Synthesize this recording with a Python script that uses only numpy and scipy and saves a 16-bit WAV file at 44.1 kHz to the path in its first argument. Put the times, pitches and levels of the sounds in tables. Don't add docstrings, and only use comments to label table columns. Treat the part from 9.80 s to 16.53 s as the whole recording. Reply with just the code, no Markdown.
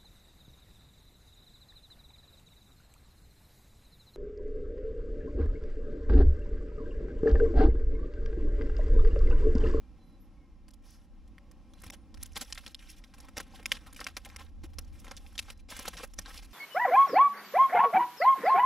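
import sys
import numpy as np
from scipy import signal
from scipy.fft import rfft, irfft, next_fast_len
from scipy.io import wavfile
from scipy.ndimage import uniform_filter1d, map_coordinates

SR = 44100
rng = np.random.default_rng(int(sys.argv[2]) if len(sys.argv) > 2 else 0)


def voltage_ratio(level):
    return 10 ** (np.asarray(level, float) / 20)


def master(y):
    cut = np.clip(np.atleast_2d(y).T, -1, 1)
    pcm = np.round(cut * 32767)
    wavfile.write(sys.argv[1], SR, pcm.astype(np.int16))


N = 296793
LATE_S = 166.5 / 44100

# (frequency [Hz], density [dB per Hz])
AIR_SPECTRUM = [(90, 3), (190, -0.5), (330, -6.5), (420, -16), (770, -18.5), (1100, -20.5), (1500, -28.5),
                (2400, -28), (3500, -32), (6300, -35), (16000, -39)]
# (frequency [Hz], left-right likeness [0-1])
AIR_COHERENCE = [(100, 1), (300, 0.96), (1400, 0.85), (3000, 0.51), (7000, 0), (15000, 0)]
# (time [s], buffet level [dB], drone level [dB])
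WIND = [
    (0.0, -57.5, -70.5),
    (2.25, -56.5, -65.5),
    (2.38, -55, -43.5),
    (2.9, -55.5, -75.5),
    (4.54, -56, -57.5),
    (4.91, -49, -45.5),
    (5.32, -53.5, -53.5),
    (6.73, -54, -69),
]
# (time [s], frequency [Hz], level [dB])
THIN_CALLS = [
    [(.18, 9600, -89), (.21, 10600, -89), (.245, 10900, -86), (.27, 11300, -84), (.295, 11200, -83),
     (.305, 10500, -83)],
    [(.32, 10500, -88), (.37, 10900, -94), (.42, 11450, -70), (.46, 11100, -89), (.5, 10100, -93),
     (.545, 9600, -89), (.565, 8700, -95)],
    [(1.89, 9000, -80), (1.94, 11000, -81)],
    [(2.16, 10300, -78), (2.22, 9500, -85), (2.28, 9300, -88)],
]
# (time [s], length [s], start frequency [Hz], end frequency [Hz], level
# [dB])
WHISTLES = [
    (.19, .3, 4040, 3970, -81),
    (.57, .22, 2260, 2080, -80),
    (1.945, .11, 4080, 4010, -74),
    (5.73, .17, 4030, 4020, -82),
    (.001, .19, 2400, 2340, -84),
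]
# (time [s], level [dB], frequency [Hz])
THUMPS = [
    (2.063, -39.5, 92),
    (3.574, -42.5, 110),
    (4.834, -46, 126),
    (4.982, -50, 99),
    (6.385, -41, 89.5),
]
# (frequency [Hz], density [dB per Hz])
SHEET_SPECTRUM = [(900, -53), (1500, -2.5), (2400, 5.5), (3500, 7), (5500, -4), (8000, 2.5), (11000, -9)]
# (frequency [Hz], density [dB per Hz])
SKIN_SPECTRUM = [(4300, -12), (5400, 5), (6800, 0.5), (11000, 7), (15800, -1.5)]

# (time [s], length [s], level [dB])
HOLDS = [
    (1.945, 0.23, -73),
    (2.342, 0.85, -72),
    (3.14, 0.45, -74),
    (3.623, 1.075, -70),
    (4.677, 0.36, -81.5),
    (5.028, 0.79, -75.5),
    (6.247, 0.46, -78),
]
# (time [s], length [s], level [dB])
STROKES = [
    (1.021, 0.24, -78.5),
    (1.04, 0.13, -73.5),
    (5.125, 0.51, -72),
    (6.49, 0.096, -62.5),
]
# (time [s], length [s], level [dB])
SLIDES = [(2.116, 0.037, -56), (2.552, 0.081, -57), (2.649, 0.279, -63.5), (2.99, 0.16, -63.5),
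          (3.857, 0.064, -62.5), (4.98, 0.042, -83), (5.615, 0.121, -62.5), (6.247, 0.045, -72),
          (6.374, 0.12, -67), (6.533, 0.072, -56), (6.672, .07, -66.5)]
# (time [s], length [s], level [dB])
BENDS = [
    (1.971, 0.046, -70),
    (2.033, 0.057, -60),
    (2.402, 0.068, -62),
    (3.913, 0.067, -53),
    (5.885, 0.13, -53.5),
    (6.093, 0.15, -59),
    (6.6, 0.068, -66.5),
]
# (time [s], length [s], level [dB])
DRAGS = [(3.378, 0.12, -67), (3.566, 0.054, -52.5), (3.705, 0.11, -66), (3.982, 0.21, -69),
         (4.189, 0.13, -62.5), (4.447, 0.15, -67), (4.588, 0.043, -58), (4.632, 0.04, -67.5),
         (4.834, 0.035, -60), (5.245, 0.11, -65), (5.944, 0.11, -58.5), (6.053, 0.04, -50),
         (6.175, 0.07, -52.5), (6.452, 0.069, -57.5)]
# (movements, crackle [dB], finger hiss [dB], plate scrape [dB])
MOVES = [(HOLDS, 0, -5.5, -3.6), (SLIDES, 0, -3, -10), (BENDS, 0, -3.5, -9), (DRAGS, 0, -7, 0),
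         (STROKES, -0.5, 0, -1.6)]
# (time [s], length [s],
# level [dB], frequency [Hz])
HOLLOWS = [(1.04, 0.17, -70, 5400), (2.048, 0.081, -57.5, 203), (2.428, .005, -33, 11200),
           (2.1035, .006, -52, 11200), (2.113, 0.03, -68, 870), (2.603, 0.035, -51, 203),
           (2.68, 0.018, -66, 966), (3.339, 0.016, -67, 800), (3.422, 0.052, -60.5, 830),
           (3.569, 0.019, -49.5, 790), (3.6, .014, -47, 1350), (3.734, 0.024, -56, 815),
           (3.785, .015, -67, 860), (3.794, 0.02, -56, 500), (3.893, 0.0092, -62, 840),
           (4.065, 0.039, -57.5, 1090), (4.46, .02, -56, 746), (4.544, 0.023, -63.5, 1020),
           (4.596, 0.027, -57.5, 1090), (4.836, 0.025, -49.5, 320), (4.838, 0.012, -57, 1030),
           (5.126, .06, -73, 2250), (5.311, 0.012, -50, 1080), (5.415, 0.018, -63, 790),
           (5.441, 0.024, -65, 760), (5.636, 0.082, -77, 5700), (5.909, 0.019, -52, 760),
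           (5.995, 0.018, -52, 540), (6.052, 0.008, -41.5, 330), (6.053, 0.0065, -44, 1100),
           (6.145, 0.024, -59, 560), (6.23, 0.018, -48, 505), (6.456, 0.017, -51.5, 1360),
           (5.1, 0.15, -55.5, 110), (6.04, .22, -60.5, 150), (6.38, 0.053, -56, 160),
           (6.49, .1, -70, 14500)]

# (time [s], peak level [dB], ring frequency [Hz], tearing time [ms])
PINGS = [(1.5818, -40.5, 2090, 0.61), (2.7249, -20.5, 3970, 1.3), (2.7554, -36, 2520, 1.3),
         (2.7758, -22.5, 1720, 4.7), (2.863, -27.5, 2650, 1.7), (2.877, -35, 3980, 1.5),
         (2.946, -26.5, 4060, 0.3), (2.9923, -42.5, 3250, 1.2), (3.0253, -42, 2290, 1.4),
         (3.2388, -37, 2240, 4.2), (3.8573, -19, 2470, 1.8), (3.9177, -11, 2375, 2.17),
         (3.9526, -36, 3850, 2), (3.9692, -34, 2480, 1.3), (4.2427, -27, 4800, 0.92),
         (4.2665, -16.5, 1750, 2.7), (4.5, -40.5, 2540, 1.7), (5.3729, -33.5, 3460, 2.9),
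         (5.464, -42, 2650, 0.93), (5.579, -22, 3730, 1.9), (5.59, -16, 3650, 2.8),
         (6.1692, -28, 3200, 4.5), (6.405, -54, 6200, .8), (6.4154, -43.5, 6300, .8),
         (6.5767, -31, 4180, 1.1)]
# (time [s], peak level [dB], ring frequency [Hz], tearing time [ms])
FOLDS = [(2.3427, -38.5, 4900, 2.1), (2.5574, -26.5, 3450, 7.3), (2.5656, -23.5, 3350, 2.6),
         (2.6106, -24, 5330, 7.6), (3.3373, -42.5, 3700, 6.9), (3.4851, -39, 1860, 2.3),
         (4.0634, -38.5, 1600, 7.7), (4.283, -35.5, 2640, 3.8), (4.367, -24.5, 2370, 4.5),
         (4.5957, -38, 1590, 3.3), (4.9337, -47, 2470, 3.9), (4.9849, -25, 5520, 2.8),
         (5.554, -40, 3280, 2.3), (5.7019, -27.5, 2250, 2.3), (6.1308, -33, 1740, 6.8),
         (6.3873, -21, 6030, 2.4), (6.4221, -46, 5860, 1), (6.6216, -42, 3780, 11)]
# (time [s], peak level [dB], ring frequency [Hz], tearing time [ms])
RIM = [(.9072, -50, 4850, 1.8), (.936, -48, 4040, 2.8), (1.4765, -57.5, 3250, 2.9), (2.101, -30, 2470, 1.7),
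       (3.4022, -40, 5300, 2.3), (4.163, -36, 2500, 2), (4.2035, -30, 4870, 1.5), (4.449, -35, 2780, 1.5),
       (4.5618, -31, 2720, 1.4), (5.2442, -39, 1700, 1.7), (5.6259, -43.5, 3300, 1.5),
       (5.8987, -36, 3830, 11), (5.9646, -32.5, 2340, 3.7), (6.3363, -40, 6930, 2)]
# (time [s], peak level [dB], ring frequency [Hz], tearing time [ms])
PRESSED = [(2.3736, -48.5, 5400, 0.65), (2.8639, -43, 1590, 7.2), (3.795, -43.5, 1620, 3.8),
           (4.1926, -34, 1330, 0.83), (4.2119, -28, 1330, 1.7), (5.2184, -51.5, 1630, 1.7),
           (5.2677, -39.5, 1580, 1.4), (5.2803, -40, 3020, 1.3), (5.3112, -31, 5700, 2.45),
           (5.6807, -44.5, 2150, 10.4), (5.9156, -37, 1770, 7.9), (6.4593, -37, 3830, 0.66)]
# (time [s], peak level [dB], ring frequency [Hz], tearing time [ms])
SLAPS = [(.8821, -48.5, 5000, 2.6), (1.7132, -48.5, 5120, 1.4), (1.936, -50, 3930, 0.74),
         (2.036, -38.5, 2210, 3.3), (2.0641, -42, 3250, 1.7), (2.1335, -42, 2000, 4.8),
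         (2.6263, -48, 6240, 0.78), (2.702, -42, 1600, 2.6), (3.382, -46.5, 2620, 2.5),
         (3.569, -28.5, 2280, 2), (3.579, -23.5, 4980, 0.9), (3.601, -28, 1710, 2.3),
         (3.828, -46.5, 2190, 2.1), (3.8938, -49, 3840, 1.7), (4.457, -36.5, 2450, 1.9),
         (4.489, -47.5, 5260, 1.3), (4.836, -44, 1590, 3.4), (5.991, -29, 5440, 2.2),
         (6.0543, -32, 1950, 2.5), (6.0791, -25.5, 3510, 2.5), (6.234, -30, 2660, 5),
         (6.3688, -70, 3480, 2.8)]
# (time [s], peak level [dB], ring frequency [Hz], tearing time [ms])
FLICKS = [
    (1.1046, -60, 3260, 1.8),
    (2.0175, -51, 1620, 1.3),
    (2.4216, -68, 3070, 2.5),
    (2.001, -61, 4000, 1.4),
    (2.4288, -36.5, 5900, 1.4),
    (2.4595, -47, 3350, 1.3),
    (4.1279, -48, 1530, 1.4),
    (6.023, -58, 2670, 2.2),
    (6.274, -62, 5460, 0.92),
]
# (time [s], peak level [dB], ring frequency [Hz], tearing time [ms])
POPS = [(2.418, -52, 3300, 4), (2.473, -57, 6000, 1), (2.519, -53, 2800, 2), (2.532, -45.5, 6000, .8),
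        (2.546, -55, 2410, .8), (2.5715, -23.5, 2250, 3), (2.611, -22, 5620, 1.2), (2.648, -45, 5500, 1),
        (2.7477, -37, 6500, 0.73), (2.848, -53, 6500, .8), (3.009, -52, 2320, 1.3), (3.446, -49, 2380, 2.4),
        (3.8573, -25, 5600, 0.73), (3.9177, -20.5, 4530, 0.82), (3.858, -28.5, 1500, 1.7),
        (3.93, -36, 5300, 1), (4.146, -44, 2650, 2), (4.229, -52, 1450, 1.3), (4.255, -51, 3100, 1),
        (5.012, -53.5, 5500, .8), (5.021, -55, 5460, 1), (5.047, -52, 6800, .8), (5.077, -60, 5200, 1.4),
        (5.093, -73, 5260, 1), (5.253, -50, 2600, 1.4), (5.337, -56, 4500, 2.5), (5.3666, -37.5, 5500, 1.5),
        (5.526, -50, 1610, 2.5), (5.615, -52, 3450, 1.5), (5.775, -56.5, 5460, 2), (6.072, -35, 3020, 3.4),
        (6.0791, -24.5, 3480, 2.3), (6.365, -59, 5540, 2), (6.383, -41, 5500, 1.5), (6.543, -37, 3190, 1.5),
        (6.557, -42, 3700, 1.9)]
# (creases, plate knock [dB], edge crack [dB])
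CREASES = [(PINGS, -34.5, -26), (FOLDS, -21, -21), (RIM, -23, -13), (PRESSED, -11.5, -20.5),
           (SLAPS, -14.5, -12.5), (FLICKS, -18, 0.76)]
POP_KIND = [(POPS, -28, -14.5)]

# (frequency [Hz], width [Hz], level [dB])
PORT_CAVITIES = [(4600, 1000, -17.5), (11000, 9300, 1), (15400, 1000, -3)]
# (frequency [Hz], gain [dB])
MIX_TONE = [(4500, -1.5), (5500, 1.5), (6500, -3.5), (9000, -7.5), (10500, 1.5), (12000, 0.5), (12600, -19),
            (14800, 0), (15750, -4), (16000, -14)]


def unit(x):
    return x / np.sqrt(np.mean(x ** 2) + 1e-20)


def along(points, hz):
    f, v = np.transpose(points)
    return np.interp(np.log(hz + 1), np.log(f + 1), v)


def curves(rows):
    s, *cols = np.transpose(rows)
    return [np.interp(np.arange(N) / SR, s, c) for c in cols]


def wobble(rate):
    knots = rng.standard_normal(int(N * rate / SR) + 4)
    return map_coordinates(knots, [np.arange(N) * rate / SR])


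def filtered(x, response):
    m = next_fast_len(N + 8192)
    return irfft(rfft(x, m) * response(np.fft.rfftfreq(m, 1 / SR)), m)[..., :N]


def coloured(x, spectrum):
    closed = [(spectrum[0][0] / 2, -120), *spectrum, (spectrum[-1][0] * 10.0, -120)]
    return unit(filtered(x, lambda hz: voltage_ratio(along(closed, hz))))


def band(x, lo_hz, hi_hz):
    sos = signal.butter(2, [lo_hz, min(hi_hz, SR / 2.1)], "band", fs=SR, output="sos")
    return signal.sosfilt(sos, x)


def patchy(depth_db):
    z = signal.stft(rng.standard_normal((2, N)), nperseg=256)[2]
    field = uniform_filter1d(rng.standard_normal(z.shape[1:]), size=7, axis=0)
    field = uniform_filter1d(field, size=5, axis=1)
    return signal.istft(z * voltage_ratio(depth_db * unit(field)), nperseg=256)[1][:, :N]


def ambience():
    def mid_side(hz):
        turn = np.arccos(np.clip(along(AIR_COHERENCE, hz), -1, 1)) / 2
        return np.array([np.cos(turn), np.sin(turn)])

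    mid, side = filtered(coloured(rng.standard_normal((2, N)), AIR_SPECTRUM), mid_side)
    return voltage_ratio(-61.5 + 1.5 * wobble(2.07)) * np.array([mid + side, mid - side])


def wind():
    buffet_db, drone_db = curves(WIND)
    buffet = coloured(rng.standard_normal((2, N)), [(18, -7.5), (35, -10.5), (50, -8.0), (60, -5.0)])
    hum_hz = 35 + 4 * np.array([wobble(9.8), wobble(3.7)])
    hum = np.sin(2 * np.pi * np.cumsum(hum_hz, axis=1) / SR)
    drone = coloured(rng.standard_normal((2, N)),
                     [(62, -10.0), (72, 7.0), (79, 15.0), (88, 3.5), (105, -30.0), (300, -24.0)])
    mid, side = voltage_ratio(buffet_db - 3.0) * (buffet + 0.79 * hum) + voltage_ratio(drone_db - 3.5) * drone
    side = voltage_ratio(2.5) * side + voltage_ratio(-4) * np.roll(mid, 260)
    return np.array([mid + side, mid - side])


def birds():
    t, song = np.arange(N) / SR, np.zeros(N)
    for call in THIN_CALLS:
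        first, last = call[0], call[-1]
        hz, db = curves([(first[0] - .01, first[1], -120), *call, (last[0] + .01, last[1], -120)])
        turns = np.cumsum(hz + 90 * wobble(120)) / SR
        loudness = voltage_ratio(db - 1.0 + 2.6 * wobble(81))
        twin = voltage_ratio(-7 + 5 * wobble(22)) * np.sin(2 * np.pi * 1.055 * turns)
        song += loudness * (np.sin(2 * np.pi * turns) + twin)
    for s, length, hz, end_hz, db in WHISTLES:
        u = np.clip((t - s) / length, 0, 1)
        pitch = end_hz + (hz - end_hz) * (1 - u) ** 2 + 25 * wobble(59)
        loudness = voltage_ratio(db - 8 * u + 4 * wobble(35))
        swell = np.abs(np.sin(np.pi * u ** (1 / 4)))
        song += loudness * swell * np.sin(2 * np.pi * np.cumsum(pitch) / SR)
    echo = voltage_ratio(-9) * np.roll(song, 1100)
    return np.array([song, voltage_ratio(6) * np.roll(song, 1)]) + echo


def thumps():
    out, t = np.zeros((2, N + 4096)), np.arange(4096) / SR
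    for s, db, hz in THUMPS:
        swing = voltage_ratio(db - 60 * t / 0.1) * np.sin(2 * np.pi * hz * t)
        start = round(s * SR)
        out[:, start:start + len(t)] += swing * voltage_ratio([[-5], [4]])
    return out[:, :N]


def movements():
    t = np.arange(N) / SR + LATE_S / 2
    power = voltage_ratio(2 * np.array((-99, -105, -94)))[:, None]
    for rows, *mix_db in MOVES:
        for s, length, db in rows:
            under_way = (t >= s) & (t < s + length)
            power = power + voltage_ratio(2 * (db + np.array(mix_db)))[:, None] * under_way
    edge_s = 0.009
    return uniform_filter1d(10 * np.log10(power), size=round(edge_s * SR))


def hollows():
    out = np.zeros((2, N + 8192))
    spread = 1.22
    for s, length, db, hz in HOLLOWS:
        u = np.arange(8192) / SR / max(length, .003)
        ring = unit(band(rng.standard_normal((2, 8192)), hz / spread, hz * spread))
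        start = round(s * SR)
        out[:, start:start + 8192] += voltage_ratio(db) * np.sin(np.pi * np.minimum(u, 1) ** 0.74) * ring
    return out[:, :N]


def crackle(per_s, size_db, clump_db):
    chance = per_s / SR * voltage_ratio(clump_db * wobble(40))
    size = (rng.random(N) < chance) * voltage_ratio(size_db * rng.exponential(size=N))
    decay = voltage_ratio(-60 * np.arange(600) / SR / 0.0041)
    puffs = signal.fftconvolve(np.minimum(size, 8), decay)[:N]
    return np.abs(puffs) + .3


def ticks():
    per_s, t60_s = 19, 0.0017
    size = (rng.random(N) < per_s / SR) * voltage_ratio(np.minimum(6 * rng.exponential(size=N), 9))
    puffs = signal.fftconvolve(size, voltage_ratio(-60 * np.arange(200) / SR / t60_s))[:N]
    return unit(band(puffs * rng.standard_normal((2, N)), 6500, 16000))


def handling(crackle_db, hiss_db, scrape_db):
    grains = crackle(330, size_db=-1.0, clump_db=12.0)
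    slide = np.clip((hiss_db - crackle_db + 6) / 6, 0, 1)
    dense = np.clip((crackle_db + 68) / 18, 0, .65)
    even = np.maximum(slide, dense)
    sheet = coloured((even + (1 - even) * unit(grains)) * patchy(depth_db=3.0), SHEET_SPECTRUM)
    rub = (grains + 0.21 + 4 * slide ** 4) / (1 + 4 * slide ** 4)
    skin = coloured(rub * patchy(depth_db=2.0), SKIN_SPECTRUM)
    scrape = crackle(120, size_db=-2.5, clump_db=-0.5) + .6
    plate = unit(band(scrape * patchy(depth_db=4), 310, 1800))
    rubs = voltage_ratio(crackle_db - 2.5) * sheet + voltage_ratio(hiss_db + 3.0) * skin + voltage_ratio(scrape_db - 1.0) * plate
    return rubs + voltage_ratio(crackle_db - 14) * (1 - slide) * ticks()


def facets():
    most, per_s, centre_hz, spread, t60_s = 4000, 520, 2890, 0.46, .005
    when, pitch = rng.random(most), rng.standard_normal((most, 1))
    size = rng.exponential(size=(most, 1))
    used = np.arange(most)[:, None] < per_s * N / SR
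    t = np.arange(400) / SR
    hz = np.clip(centre_hz * np.exp(spread * pitch), 700, 9000)
    pops = used * voltage_ratio(np.minimum(4 * size, 11) - 60 * t / t60_s) * np.sin(2 * np.pi * hz * t)
    places = (when * N).astype(int)[:, None] + np.arange(400)
    train = np.bincount(places.ravel(), pops.ravel(), minlength=N)[:N]
    return unit(np.array([train, np.roll(train, 9)]))


def snaps(kinds):
    t, brief = np.arange(2048) / SR, np.arange(512) / SR
    sheet, crack, knock = np.zeros((3, 2, N + len(t)))
    events = [(*row, *adds) for rows, *adds in kinds for row in rows]
    for s, db, hz, tear_ms, knock_db, crack_db in events:
        at = slice(round(s * SR), round(s * SR) + len(t))
        pitch = hz * np.exp(0.215 * rng.standard_normal((2, 14, 1)))
        pitch[:, :3] = hz * np.array([[.97], [1], [1.04]])
        t60 = .0065 * np.exp(.25 * rng.standard_normal((2, 14, 1)))
        decay = voltage_ratio(1.9 * rng.standard_normal((2, 14, 1)) - 60 * brief / t60)
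        modes = decay * np.sin(2 * np.pi * pitch * brief + 2 * np.pi * rng.random((2, 14, 1)))
        onset = 1 - np.exp(-brief / 0.00051)
        ring = np.pad(modes.sum(1) * onset, ((0, 0), (0, len(t) - len(brief))))
        u = t / (np.clip(tear_ms, .4, 9) / 1000)
        jerks = uniform_filter1d(rng.exponential(size=len(t)) ** 2, size=24)
        tear = jerks * (np.sqrt(u) * np.exp(-u) + voltage_ratio(-61.0 - 60 * t / 0.069))
        noise = rng.standard_normal((3, 2, len(t)))
        sheet[:, at] += voltage_ratio(db - 3.0) / (1 + (tear_ms / 3) ** 2) * ring / np.abs(ring[0]).max()
        sheet[:, at] += voltage_ratio(db - 10.5) * band(tear * noise[0], 0.49 * hz, 2.25 * hz)
        crack[:, at] += voltage_ratio(db + crack_db + 7.5) * (tear + 3 * voltage_ratio(-60 * t / 0.0012)) * noise[1]
        knock[:, at] += voltage_ratio(db + knock_db + 11.0) * (tear + voltage_ratio(-9.0 - 60 * t / 0.077)) * noise[2]
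    return (sheet + band(crack, 6550, 14300) + band(knock, 56, 2080))[:, :N]


def at_ports(paths):
    main, other = paths
    lead_s = .5e-5

    def cavity(f):
        return sum(voltage_ratio(db) * 1j * f * w / (c * c - f * f + 1j * f * w) for c, w, db in PORT_CAVITIES)

    def lead(f):
        return np.exp(2j * np.pi * f * lead_s * np.array([[-1], [1]]))

    side = filtered(voltage_ratio(-4.0) * other - voltage_ratio(-16.5) * main, cavity) + voltage_ratio(-22) * other
    return filtered(main, lead) + side * [[1], [-1]]


def thinned(x, floor_db):
    hz, _, z = signal.stft(x, SR, nperseg=512)
    power = uniform_filter1d(np.abs(z) ** 2, size=9, axis=1)
    power = uniform_filter1d(power, size=4, axis=2).mean(0)
    whim = uniform_filter1d(rng.standard_normal(power.shape), size=12, axis=0)
    whim = uniform_filter1d(whim, size=6, axis=1)
    silent_below = voltage_ratio(2 * floor_db) + voltage_ratio(-40) * power[20:100].mean(0)
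    pitch = hz[:, None]
    weak_band_db = 3 * np.exp(-((pitch - 13100) / 600) ** 2)
    faint = (power < silent_below * voltage_ratio(10 * unit(whim) + 2 * weak_band_db)) & (pitch > 12100)
    return signal.istft(z * ~faint, SR, nperseg=512)[1][:, :N]


def scene():
    levels_db = movements()
    foil = snaps(CREASES) + handling(*levels_db)
    outdoors = thumps() + ambience() + wind() + birds()
    small = snaps(POP_KIND) + hollows() + voltage_ratio(levels_db[0] - 5) * facets()
    return at_ports(foil + small) + outdoors


def low_pass(x):
    return signal.sosfilt(signal.butter(12, 18030, fs=SR, output="sos"), x)


def record(dry):
    early = filtered(dry.mean(0), lambda hz: voltage_ratio(2.0) / (1 + (hz / 9000) ** 20) ** .5)
    late = filtered(dry, lambda hz: voltage_ratio(-3.0) * np.exp(-2j * np.pi * hz * LATE_S))
    both = filtered(early + late, lambda hz: voltage_ratio(along(MIX_TONE, hz)))
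    t = np.arange(N) / SR
    gone = uniform_filter1d(1. * ((t > 2.1068) & (t < 2.1225)), size=40)
    both = both - gone * filtered(both, lambda hz: (hz > 900) * (np.abs(hz - 5400) > 250))
    mix = thinned(both, floor_db=-113)
    return low_pass(mix)


dry = scene()
out = record(dry)
master(out)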